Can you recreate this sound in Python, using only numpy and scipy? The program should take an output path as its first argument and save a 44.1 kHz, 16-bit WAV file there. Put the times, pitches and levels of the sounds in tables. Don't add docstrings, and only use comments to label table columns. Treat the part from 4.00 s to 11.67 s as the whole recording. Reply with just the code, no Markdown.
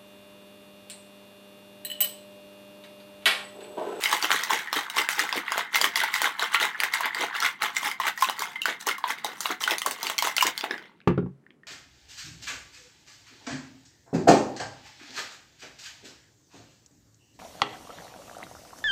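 import sys
import numpy as np
from scipy import signal
from scipy.fft import rfft, irfft
from scipy.io import wavfile
from scipy.ndimage import uniform_filter1d

SR = 44100
rng = np.random.default_rng(int(sys.argv[2]) if len(sys.argv) > 2 else 0)


def unload_wav(signal):
    wavfile.write(
        sys.argv[1],
        SR,
        np.round(np.clip(np.atleast_2d(signal).T, -1, 1) * 32767).astype(np.int16),
    )


N = 338202
TIME = np.arange(N) / SR
AGE = np.arange(SR // 2) / SR
HIT_SAMPLES = 441
SHAKE_HZ = 4.9
SWING_DB = 22
CHIP_PACE, DRINK_PACE = (1.18, 1.145), (1.41, 1.3)
CLACK_LOW_HZ, CLACK_HIGH_HZ = 2620, 4160
PING_LOW_HZ, PING_HIGH_HZ = 6480, 14250
STRAY_PER_S, STRAY_END_S = 50, 6.9
STRAY_DB, STRAY_CLACK_DB, STRAY_EDGE_DB = -4.5, 0, -3.5
STRAY_T60_S = .013
HUSH_DB = -61.5
EDGE_HZ = 16100

# f/Hz, level/dB
HUSH_COLOUR = [(25, -17), (60, -21.5), (130, 1.5), (210, 8.5), (400, 0.5), (700, -12.5), (1800, -19),
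               (3500, -29.5), (8000, -33), (16000, -42.5)]
# t/s, gathering time of the cubes/s, settling time of the cubes/s,
# cube clatter level/dB, chip fizz level/dB, drink thud level/dB
CRASHES = [(.04, 0.12, 0.39, -30.5, -34.5, -48), (.13, 0.089, 0.1, -24, -30, -38),
           (.243, 0.058, 0.053, -25, -30.5, -40), (0.324, 0.061, 0.21, -23.5, -31, -40.5),
           (0.524, 0.068, .14, -22.5, -30.5, -36.5), (0.767, 0.058, 0.1, -22.5, -31, -37),
           (0.986, 0.047, 0.078, -20, -27, -36), (1.104, .02, 0.17, -31, -33, -58),
           (1.196, 0.038, 0.11, -22.5, -30, -35.5), (1.369, 0.067, 0.052, -24, -34.5, -32.5),
           (1.586, 0.19, 0.088, -25.5, -40.5, -42.5), (1.753, 0.029, 0.063, -20.5, -25.5, -40),
           (1.853, 0.1, 0.059, -25, -30, -34), (1.966, 0.013, 0.068, -29, -29, -40),
           (2.02, 0.15, 0.22, -26, -42, -50.5), (2.15, 0.038, 0.13, -26.5, -32.5, -67),
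           (2.26, 0.12, 0.079, -22.5, -35.5, -40.5), (2.43, 0.067, 0.076, -22.5, -34, -43),
           (2.546, 0.032, 0.023, -19, -26.5, -40), (2.619, 0.036, 0.092, -20, -30.5, -35.5),
           (2.844, 0.13, 0.084, -28.5, -44, -44.5), (2.944, 0.033, 0.075, -24.5, -31, -58),
           (3.06, 0.099, 0.044, -24.5, -50, -43.5), (3.22, 0.1, 0.088, -23.5, -35, -34.5),
           (3.351, 0.041, 0.08, -30, -46, -54), (3.448, 0.088, 0.083, -21.5, -32.5, -43.5),
           (3.63, 0.024, 0.074, -18, -29.5, -34.5), (3.774, 0.042, 0.037, -29.5, -31.5, -54),
           (3.866, 0.087, 0.062, -23, -30, -41.5), (4.015, 0.017, 0.077, -28, -44, -43),
           (4.081, 0.075, 0.032, -20.5, -33.5, -44.5), (4.227, 0.072, 0.072, -31, -30.5, -58),
           (4.291, 0.059, 0.05, -30, -39, -42.5), (4.421, 0.13, 0.16, -31, -41, -48),
           (4.619, .01, 0.038, -40, -38, -69), (4.692, 0.041, 0.066, -25, -37.5, -35.5),
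           (4.813, 0.018, 0.028, -35, -35, -68), (4.88, 0.023, 0.062, -24, -30, -31.5),
           (5.105, 0.067, 0.046, -27.5, -34, -38.5), (5.182, 0.016, 0.061, -36.5, -51, -59),
           (5.25, 0.018, 0.16, -33, -42, -40), (5.462, 0.12, 0.092, -35.5, -36, -53),
           (5.512, 0.028, 0.024, -22, -32.5, -30), (5.612, 0.011, 0.07, -28, -28.5, -49),
           (5.717, 0.094, 0.067, -26.5, -34, -34), (5.868, 0.031, 0.13, -34, -37, -35.5),
           (6.076, 0.17, 0.14, -30.5, -37.5, -44), (6.196, .015, 0.042, -39, -38, -65),
           (6.251, 0.026, 0.086, -23, -28.5, -35), (6.41, 0.074, .07, -32, -35, -64),
           (6.461, 0.028, 0.055, -21.5, -38, -29.5), (6.595, 0.088, .1, -39.5, -45, -63),
           (6.636, 0.026, .08, -34, -49, -42), (6.715, 0.082, .16, -41, -55, -38.5),
           (6.825, .02, .16, -47.5, -71.5, -63.5)]
# f/Hz, level/dB
CUBE_COLOUR = [(450, -33.5), (680, -8.5), (850, 4.5), (1050, 2), (1300, 3), (1700, 0.5), (2100, 2),
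               (2550, -5.5), (3300, -1), (4500, -11.5), (6500, -36.5), (10000, -29)]
# f/Hz, level/dB
CHIP_COLOUR = [(2000, -17), (4000, 1), (6300, 2.5), (8000, -1), (11000, -7.5), (14000, -7.5), (16000, -7.5)]
# f/Hz, level/dB
DRINK_COLOUR = [(30, -25), (70, -9), (130, -13.5), (220, -5.5), (420, 4.5), (600, -0.5), (900, 9),
                (2000, -62)]
# t/s, level/dB
SLIDE_LEVEL = [(0, -52), (.6, -36.5), (1.3, -35), (2.0, -42), (2.7, -33), (3.4, -31.5), (3.601, -62),
               (4.201, -62.5), (5.0, -39.5), (5.6, -55.5), (6.3, -55), (6.7, -46.5), (6.95, -83)]
# f/Hz, level/dB
SLIDE_COLOUR = [(500, -27.5), (850, -5.5), (1150, -7), (1450, 0.5), (1800, 3), (2100, -3.5), (2500, -24.5),
                (3300, -23.5), (5000, -26.5), (9000, -46.5)]
# t/s, wall note f/Hz, its t60/s, its level/dB,
# clack f/Hz, clack level/dB, glassy ping level/dB
BIG_CUBES = [(.038, 2180, 0.0068, -28, 3770, -25.5, -28), (.0575, 2140, 0.023, -22, 3050, -26, -45),
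             (.1277, 1090, 0.014, -20.5, 3750, -34, -29), (.2262, 2200, .005, -36, 4500, -26, -34),
             (.2447, 1390, 0.0044, -25, 3200, -23, -47), (.3053, 1440, 0.0038, -21.5, 3500, -31, -35),
             (.3164, 2040, 0.0048, -21, 3200, -23, -29), (.4357, 1930, .014, -30, 3800, -31.5, -28.5),
             (.506, 1015, 0.026, -20.5, 3650, -27.5, -33), (.6734, 1870, 0.017, -36, 3010, -40, -52),
             (.7292, 1090, 0.0054, -26.5, 3670, -27, -33), (.8999, 2000, .006, -39, 2970, -33.5, -37.5),
             (.968, 1060, .006, -29, 4800, -31, -37), (1.0891, 2170, 0.0027, -22, 2560, -42, -29),
             (1.1935, 1920, 0.0073, -24, 5020, -26, -38), (1.2915, 2000, 0.0079, -30.5, 3500, -49, -42),
             (1.3267, 1030, 0.022, -29.5, 3460, -25, -42), (1.4812, 1990, 0.011, -27, 3680, -46, -58),
             (1.5198, 1050, 0.0093, -27.5, 5000, -32, -34.5),
             (1.5788, 1070, 0.0025, -25.5, 3160, -33.5, -30.5), (1.7467, 1990, 0.0076, -22, 3080, -21, -38),
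             (1.757, 1370, 0.011, -26, 3950, -31, -29), (1.814, 970, 0.0049, -27, 3220, -20.5, -25),
             (1.8428, 1920, 0.0046, -23.5, 3410, -20.5, -30), (1.9576, 2010, 0.023, -22, 4150, -25, -27.5),
             (2.0029, 1960, 0.014, -26.5, 3650, -28.5, -35), (2.036, 900, 0.022, -25, 3840, -40, -32),
             (2.1403, 2050, 0.013, -22, 5000, -28, -31), (2.2179, 900, 0.0074, -28, 3040, -27, -26),
             (2.2432, 2090, .008, -23.5, 3250, -50, -32), (2.3949, 990, 0.011, -33, 3820, -25.5, -39),
             (2.5456, 2080, 0.0079, -18.5, 2630, -24, -41), (2.5565, 1390, 0.09, -21.5, 3000, -26.5, -53),
             (2.6003, 1430, .006, -31, 2870, -27, -36), (2.6528, 1570, 0.0086, -29, 2780, -30, -36),
             (2.8023, 2180, .006, -25, 3020, -26.5, -31), (2.8354, 2040, 0.0035, -22, 2640, -50, -28),
             (2.9373, 2040, 0.018, -22.5, 3790, -26.5, -33.5), (3.0071, 1020, 0.021, -25, 3110, -51, -34),
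             (3.057, 2060, .008, -26, 3520, -47, -36.5), (3.1472, 1930, 0.014, -30.5, 4710, -31.5, -38),
             (3.3507, 1380, 0.013, -30, 2720, -38, -50), (3.3654, 930, 0.012, -41, 4800, -33, -41),
             (3.403, 1960, .018, -32, 4320, -29, -38), (3.425, 1320, 0.017, -25.5, 5130, -30.5, -48),
             (3.4465, 2070, 0.008, -25, 2820, -36, -41), (3.4613, 2120, 0.012, -21.5, 3100, -44, -32),
             (3.6217, 2040, 0.0039, -26.5, 2780, -30, -40), (3.7668, 2100, 0.018, -23.5, 5800, -27, -43),
             (3.9143, 2090, 0.016, -28.5, 3270, -36, -39.5), (4.0, 1040, 0.024, -23.5, 6000, -56, -35.5),
             (4.0676, 2140, 0.0048, -26.5, 2560, -46, -33), (4.1758, 1900, 0.029, -32.5, 3120, -57, -42),
             (4.2234, 1044, 0.038, -15.5, 4100, -35, -31), (4.2449, 1060, .014, -35, 3900, -28, -40),
             (4.2877, 970, 0.011, -34, 3050, -28.5, -49), (4.2974, 1050, 0.0077, -28.5, 3080, -27.5, -34.5),
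             (4.3935, 2050, .006, -45, 4570, -32, -34), (4.4206, 1016, .019, -28.5, 4860, -34, -35),
             (4.5576, 2080, 0.035, -30, 2610, -60, -53), (4.6178, 2290, .006, -57, 3000, -28, -43),
             (4.6564, 1500, 0.01, -21, 4420, -30, -30), (4.869, 895, 0.014, -29.5, 6100, -36, -27.5),
             (4.8933, 1310, 0.016, -26.5, 3550, -31, -39), (4.912, 2100, 0.023, -28.5, 3250, -33, -43),
             (4.9816, 1090, 0.041, -35, 2990, -48, -43), (5.0401, 993, .032, -21, 3670, -34, -60),
             (5.246, 815, 0.021, -28.5, 3750, -31, -33.5), (5.4061, 1300, 0.0094, -36.5, 4470, -29, -28),
             (5.4569, 1100, 0.0094, -27, 2810, -26.5, -40), (5.6386, 1800, .006, -45, 3040, -23.5, -34),
             (5.6766, 1460, 0.025, -20, 3910, -27.5, -36), (5.7091, 1010, 0.0072, -36, 3380, -22.5, -29),
             (5.783, 2310, 0.0041, -36, 4500, -32.5, -32), (5.818, 1220, 0.012, -38, 3160, -25.5, -34.5),
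             (5.8619, 1083, 0.015, -23.5, 6300, -31.5, -28), (5.9108, 960, 0.0077, -39, 2800, -34, -29.5),
             (6.03, 940, 0.02, -31.5, 4160, -29.5, -32.5), (6.0684, 2070, .006, -40, 2900, -26.5, -36),
             (6.099, 1010, .006, -31.5, 2920, -30.5, -32.5), (6.1811, 2280, 0.0097, -31, 4520, -25, -33),
             (6.1876, 2140, 0.031, -25, 4350, -24, -32), (6.224, 974, .015, -23, 4100, -27, -27),
             (6.272, 1000, 0.0079, -25, 3180, -35, -32), (6.366, 2070, 0.034, -26.5, 4360, -25, -25),
             (6.3816, 1390, 0.021, -27.5, 3000, -20, -46), (6.409, 2120, .006, -41, 2900, -21, -28),
             (6.4249, 1020, 0.037, -17, 3900, -32, -21.5), (6.468, 2080, .006, -27, 3540, -37, -23),
             (6.5778, 2070, 0.017, -37.5, 4550, -26.5, -36), (6.61, 2010, .011, -41, 3470, -29.5, -60),
             (6.6408, 810, 0.02, -28.5, 2520, -31, -42), (6.7097, 1720, .017, -27.5, 3600, -33, -65),
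             (6.7412, 1810, 0.012, -35, 2840, -49, -60), (6.7798, 1530, 0.016, -42, 3070, -44, -60)]
WALL_NOTES = (1020, 2060, 2030, 1500)
# f/Hz, level/dB
SNAP_COLOUR = [(3000, -21), (6000, -4.5), (9000, -3.5), (12000, -1.5), (16000, 1)]
# f/Hz, level/dB, t60/s
SHAKER_RINGS = [(744, 2.5, 0.2), (944, -19, 0.76), (939, -13.5, 0.042), (1206, -4, 0.067), (1890, -8, 0.1),
                (2020, -12.5, 0.15), (1800, -16.5, 0.079), (2100, 0, .11), (3093, -1.5, 0.043),
                (4030, -6, 0.026), (6730, -11.5, 0.14), (13975, -5.5, .06)]
# t/s, level/dB, ring f/Hz, t60/s
CAP_TICKS = [(7.0038, -56, 3850, 0.0034), (7.015, -57, 2710, 0.0055), (7.439, -71.5, 1718, 0.0095),
             (7.4652, -52.5, 1836, 0.012), (7.506, -55, 3250, 0.0096), (7.634, -52, 1840, 0.029)]
# f/Hz, level/dB
FINGER_COLOUR = [(400, -17), (1000, -2.5), (1800, 6.5), (3500, -7), (5000, -8.5), (7000, -24), (12000, -32)]
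# t/s, thump level/dB, rap level/dB, contact time/s
KNOCKS = [(7.0736, -14.5, -17, 0.00037), (7.0869, -29, -32, 0.0015), (7.102, -24.5, -27.5, 0.0012),
          (7.1765, -20, -31.5, 0.0014), (7.2267, -20.5, -71, 0.0092), (7.26, -33.5, -46, 0.0029)]
# f/Hz, level/dB, t60/s
TABLE_MODES = [(76.2, -20, .3), (135.6, -7.5, 0.31), (166.4, 3, 0.094), (180.4, -2, 0.16),
               (252, -1.5, 0.12), (341, -3.5, 0.078), (350, -3.5, 0.17), (404, -3, 0.17),
               (429, -1.5, 0.049), (494, -26, 0.0776), (786, -7.5, 0.063), (1106, -5, 0.021),
               (1340, -10.5, 0.036)]
# f/Hz, level/dB
RAP_COLOUR = [(150, -6), (400, 10.5), (620, -4), (1200, -2), (1800, -10.5), (3000, -16.5), (4500, -26),
              (7500, -36), (10000, -41), (14000, -36), (16000, -78)]
# f/Hz, t60/s
ROOM_T60 = [(200, 0.2), (700, 0.14), (2000, 0.23), (5000, 0.14), (9000, 0.1), (16000, 0.14)]


def amp(db):
    return 10 ** (np.asarray(db) / 20)


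def unit(x):
    return x / np.sqrt(np.sum(x ** 2) + 1e-20)


def read(points, hz):
    f, value = np.transpose(points)
    return np.interp(np.log(hz + 1), np.log(f + 1), value)


def add(mix, s, sound):
    part = mix[round(s * SR):][:len(sound)]
    part += sound[:len(part)]


def fade(t60, size):
    return np.exp(-np.log(1000) * AGE[:size] / max(t60, 1e-4))


def ring(hz, t60, size):
    return np.sin(2 * np.pi * hz * AGE[:size]) * fade(t60, size)


def colour(points, size=2048):
    hz = abs(np.fft.fftfreq(size, 1 / SR))
    log_gain = np.log(amp(read(points, hz)))
    spectrum = np.exp(np.conj(signal.hilbert(log_gain)))
    return unit(np.fft.ifft(spectrum).real[:size // 2])


def highpass(x, hz):
    k = np.tan(np.pi * min(hz, SR * .45) / SR)
    feedback = [1 + np.sqrt(2) * k + k * k, 2 * (k * k - 1), 1 - np.sqrt(2) * k + k * k]
    return signal.lfilter([1, -2, 1], feedback, x)


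def burst(body, t60, size=2048):
    puff = rng.standard_normal(size) * fade(t60, size)
    return unit(irfft(rfft(puff, 2 * size) * rfft(body, 2 * size))[:size])


def moving(x, responses):
    out = np.zeros(N)
    for k, response in enumerate(responses):
        away = (TIME * SHAKE_HZ * 2 - k + 1) % len(responses) - 1
        share = np.cos(np.pi / 2 * np.minimum(abs(away), 1))
        out += signal.oaconvolve(x * share, response)[:N]
    return out


def hush():
    noise = rng.standard_normal(N)
    return amp(HUSH_DB) * signal.oaconvolve(noise, colour(HUSH_COLOUR, size=8192))[:N]


def tail(first_s=0.0034):
    taps = rng.choice([-1., 1.], len(AGE))
    taps = taps * (rng.random(len(AGE)) < 3000 / SR) * (AGE > first_s)
    hz, t, bands = signal.stft(taps, SR, nperseg=256)
    decay = np.exp(-np.log(1000) * t / read(ROOM_T60, hz)[:, None])
    return unit(signal.istft(bands * decay, SR, nperseg=256)[1])


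def room(x, wet_db, count=5):
    return x + amp(wet_db) * moving(x, [tail() for _ in range(count)])


def load(column, pace=(1, 1)):
    t, power = TIME[::32], 0
    for s, gather_s, settle_s, *levels in CRASHES:
        before = pace[0] * (s - t) / max(gather_s, 1e-3)
        after = pace[1] * (t - s) / max(settle_s, 1e-3)
        away = np.maximum(before, after)
        power = power + amp(levels[column] - SWING_DB * np.minimum(away, 10)) ** 2
    return np.interp(TIME, t, np.sqrt(power))


def collisions(per_s, spread_db, low_hz, high_hz, cycles, grit, count=32, size=1024):
    at = np.flatnonzero(rng.random(N) < per_s / SR)
    heights = amp(spread_db * np.minimum(rng.exponential(1, N), 3)) * rng.choice([-1, 1], N)
    places = rng.integers(0, count, N)[at]
    pitches = low_hz + (high_hz - low_hz) * (np.arange(count) + rng.random(count)) / count
    grains = []
    for hz in pitches:
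        t60 = cycles / hz
        note = unit(highpass(ring(hz, t60, size), hz / 2))
        noise = unit(rng.standard_normal(size) * fade(t60, size))
        grains.append(unit(note + grit * noise))
    sounds = heights[at][:, None] * np.array(grains)[places]
    samples = at[:, None] + np.arange(size)
    return np.bincount(samples.ravel(), sounds.ravel(), N + size)[:N]


def steadied(x, body, span_s):
    x = signal.oaconvolve(x, colour(body))[:N]
    span = int(span_s * SR)
    power = uniform_filter1d(uniform_filter1d(x ** 2, span), span)
    return x / np.sqrt(abs(power) + 0.0091 * np.mean(x ** 2))


def tumble(cubes_db=-4.0, chips_db=-2.5, drink_db=-1):
    cubes = collisions(per_s=950, spread_db=4.2, low_hz=700, high_hz=5000, cycles=18, grit=.6, count=96)
    chips = collisions(per_s=900, spread_db=5.2, low_hz=3500, high_hz=15500, cycles=52, grit=.7, count=96)
    drink = collisions(per_s=250, spread_db=5.5, low_hz=172, high_hz=663, cycles=4.9, grit=.7)
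    clatter = load(0) * steadied(cubes, CUBE_COLOUR, 0.054)
    fizz = load(1, CHIP_PACE) * steadied(chips, CHIP_COLOUR, 0.016)
    thud = load(2, DRINK_PACE) * steadied(drink, DRINK_COLOUR, 0.088)
    return amp(cubes_db) * clatter + amp(chips_db) * fizz + amp(drink_db) * thud


def slide(level_db=-7.5):
    s, db = np.transpose(SLIDE_LEVEL)
    scrapes = collisions(per_s=630, spread_db=9.5, low_hz=820, high_hz=3005, cycles=22, grit=0.51)
    level = amp(np.interp(TIME, s, db, right=-120) + level_db)
    return level * steadied(scrapes, SLIDE_COLOUR, 0.092)


def stray_cubes(detune=0.062, spread_db=-3.5):
    body_db = 20 * np.log10(load(0))
    edge_db = 20 * np.log10(load(1, CHIP_PACE))
    rows = []
    chances = rng.random((int(STRAY_PER_S * STRAY_END_S), 6))
    for k, (when, note, tune, force, edge, lump) in enumerate(chances):
        s = (k + when) / STRAY_PER_S
        now = int(s * SR)
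        note_db = body_db[now] + STRAY_DB + spread_db * (2 * force - 1)
        ping_db = edge_db[now] + STRAY_EDGE_DB + spread_db * (2 * edge - 1)
        clack_db = (note_db + ping_db) / 2 + STRAY_CLACK_DB
        hz = WALL_NOTES[int(note * len(WALL_NOTES))] * (1 + detune * (2 * tune - 1))
        clack_hz = CLACK_LOW_HZ + (CLACK_HIGH_HZ - CLACK_LOW_HZ) * lump
        rows.append((s, hz, STRAY_T60_S, note_db, clack_hz, clack_db, ping_db))
    return rows


def clink(hz, t60, others_db, spread, size, count=4):
    ratios = np.exp(spread * rng.uniform(-1, 1, count))
    weights = rng.standard_normal(count)
    others = sum(w * ring(min(hz * r, SR * .45), t60, size) for r, w in zip(ratios, weights))
    return unit(highpass(unit(ring(hz, t60, size)) + amp(others_db) * unit(others), hz * 0.23))


def chatter(x, again_db, span_s, count=3):
    contacts = np.zeros(512)
    contacts[0] = 1
    at = np.clip(span_s * SR * rng.uniform(.15, 1, count), 1, len(contacts) - 1).astype(int)
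    contacts[at] = amp(again_db) * rng.choice([-1, 1], count)
    return irfft(rfft(x, 2 * len(x)) * rfft(unit(contacts), 2 * len(x)))[:len(x)]


def blows(cubes, size=2048):
    out = np.zeros(N)
    wall, chip, splinter = colour(CUBE_COLOUR), colour(CHIP_COLOUR), colour(SNAP_COLOUR)
    for s, hz, t60, note_db, clack_hz, clack_db, ping_db in cubes:
        ping_hz = PING_LOW_HZ + (PING_HIGH_HZ - PING_LOW_HZ) * rng.random() ** 2
        spreading = 1 - fade(0.17 * t60, size)
        note = amp(note_db - 1) * unit(highpass(spreading * ring(hz, t60, size), hz=595))
        clack = amp(clack_db - 2) * clink(clack_hz, t60=0.0105, others_db=2, spread=0.502, size=size)
        ping = amp(ping_db - 7) * clink(ping_hz, t60=0.0052, others_db=-3.0, spread=.5, size=size)
        scatter = amp(note_db - 10) * burst(wall, t60=0.054)
        crack = amp(ping_db - 4) * burst(chip, t60=0.11)
        snap = amp(ping_db - 4) * burst(splinter, t60=0.004)
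        corner = chatter(ping - clack + crack + snap, again_db=-10.5, span_s=.0018)
        add(out, s, np.sqrt(HIT_SAMPLES) * (note + scatter + corner))
    return out


def shaker(x, ring_db=-28, slosh=.06, count=7):
    responses = []
    for _ in range(count):
        response = 0
        for hz, db, t60 in SHAKER_RINGS:
            shifted_hz = hz * (1 + slosh * rng.uniform(-1.1, 1))
            response = response + amp(db) * unit(ring(shifted_hz, t60, size=8192))
        responses.append(response)
    return x + amp(ring_db) * moving(x, responses)


def ticks(snap_db=-7, snap_t60=.008, size=2048):
    out, finger = np.zeros(N), colour(FINGER_COLOUR)
    for s, db, hz, t60 in CAP_TICKS:
        touch = unit(ring(hz, t60, size)) + amp(snap_db) * burst(finger, snap_t60)
        add(out, s, amp(db) * np.sqrt(HIT_SAMPLES) * unit(np.convolve(touch, finger)))
    return out


def knocks(rap_t60=0.052, low_cut_hz=100):
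    out, rap = np.zeros(N), colour(RAP_COLOUR)
    swell = 1 - fade(0.0097, len(AGE))
    table = swell * sum(amp(db) * ring(hz, t60, len(AGE)) for hz, db, t60 in TABLE_MODES)
    for s, thump_db, rap_db, contact_s in KNOCKS:
        push = fade(contact_s, size=1024)
        add(out, s, amp(thump_db) * signal.oaconvolve(table, push / push.sum()))
        softened = np.convolve(rap, fade(contact_s / 2, size=256))
        crash = burst(softened, rap_t60, size=4096)
        add(out, s, amp(rap_db) * np.sqrt(HIT_SAMPLES) * crash * swell[:len(crash)])
    return highpass(out, low_cut_hz)


def scene():
    ice = tumble() + slide() + blows(BIG_CUBES + stray_cubes())
    shaken = room(shaker(ice), wet_db=-7.5)
    table = room(knocks(), wet_db=-8, count=2)
    cap = room(ticks(), wet_db=-12.0, count=2)
    return (shaken + table + cap + hush())[None]


def record(dry):
    lowpass = signal.firwin(511, EDGE_HZ, window=("kaiser", 9), fs=SR)
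    return signal.oaconvolve(dry, lowpass[None], "same")


dry = scene()
out = record(dry)
unload_wav(out)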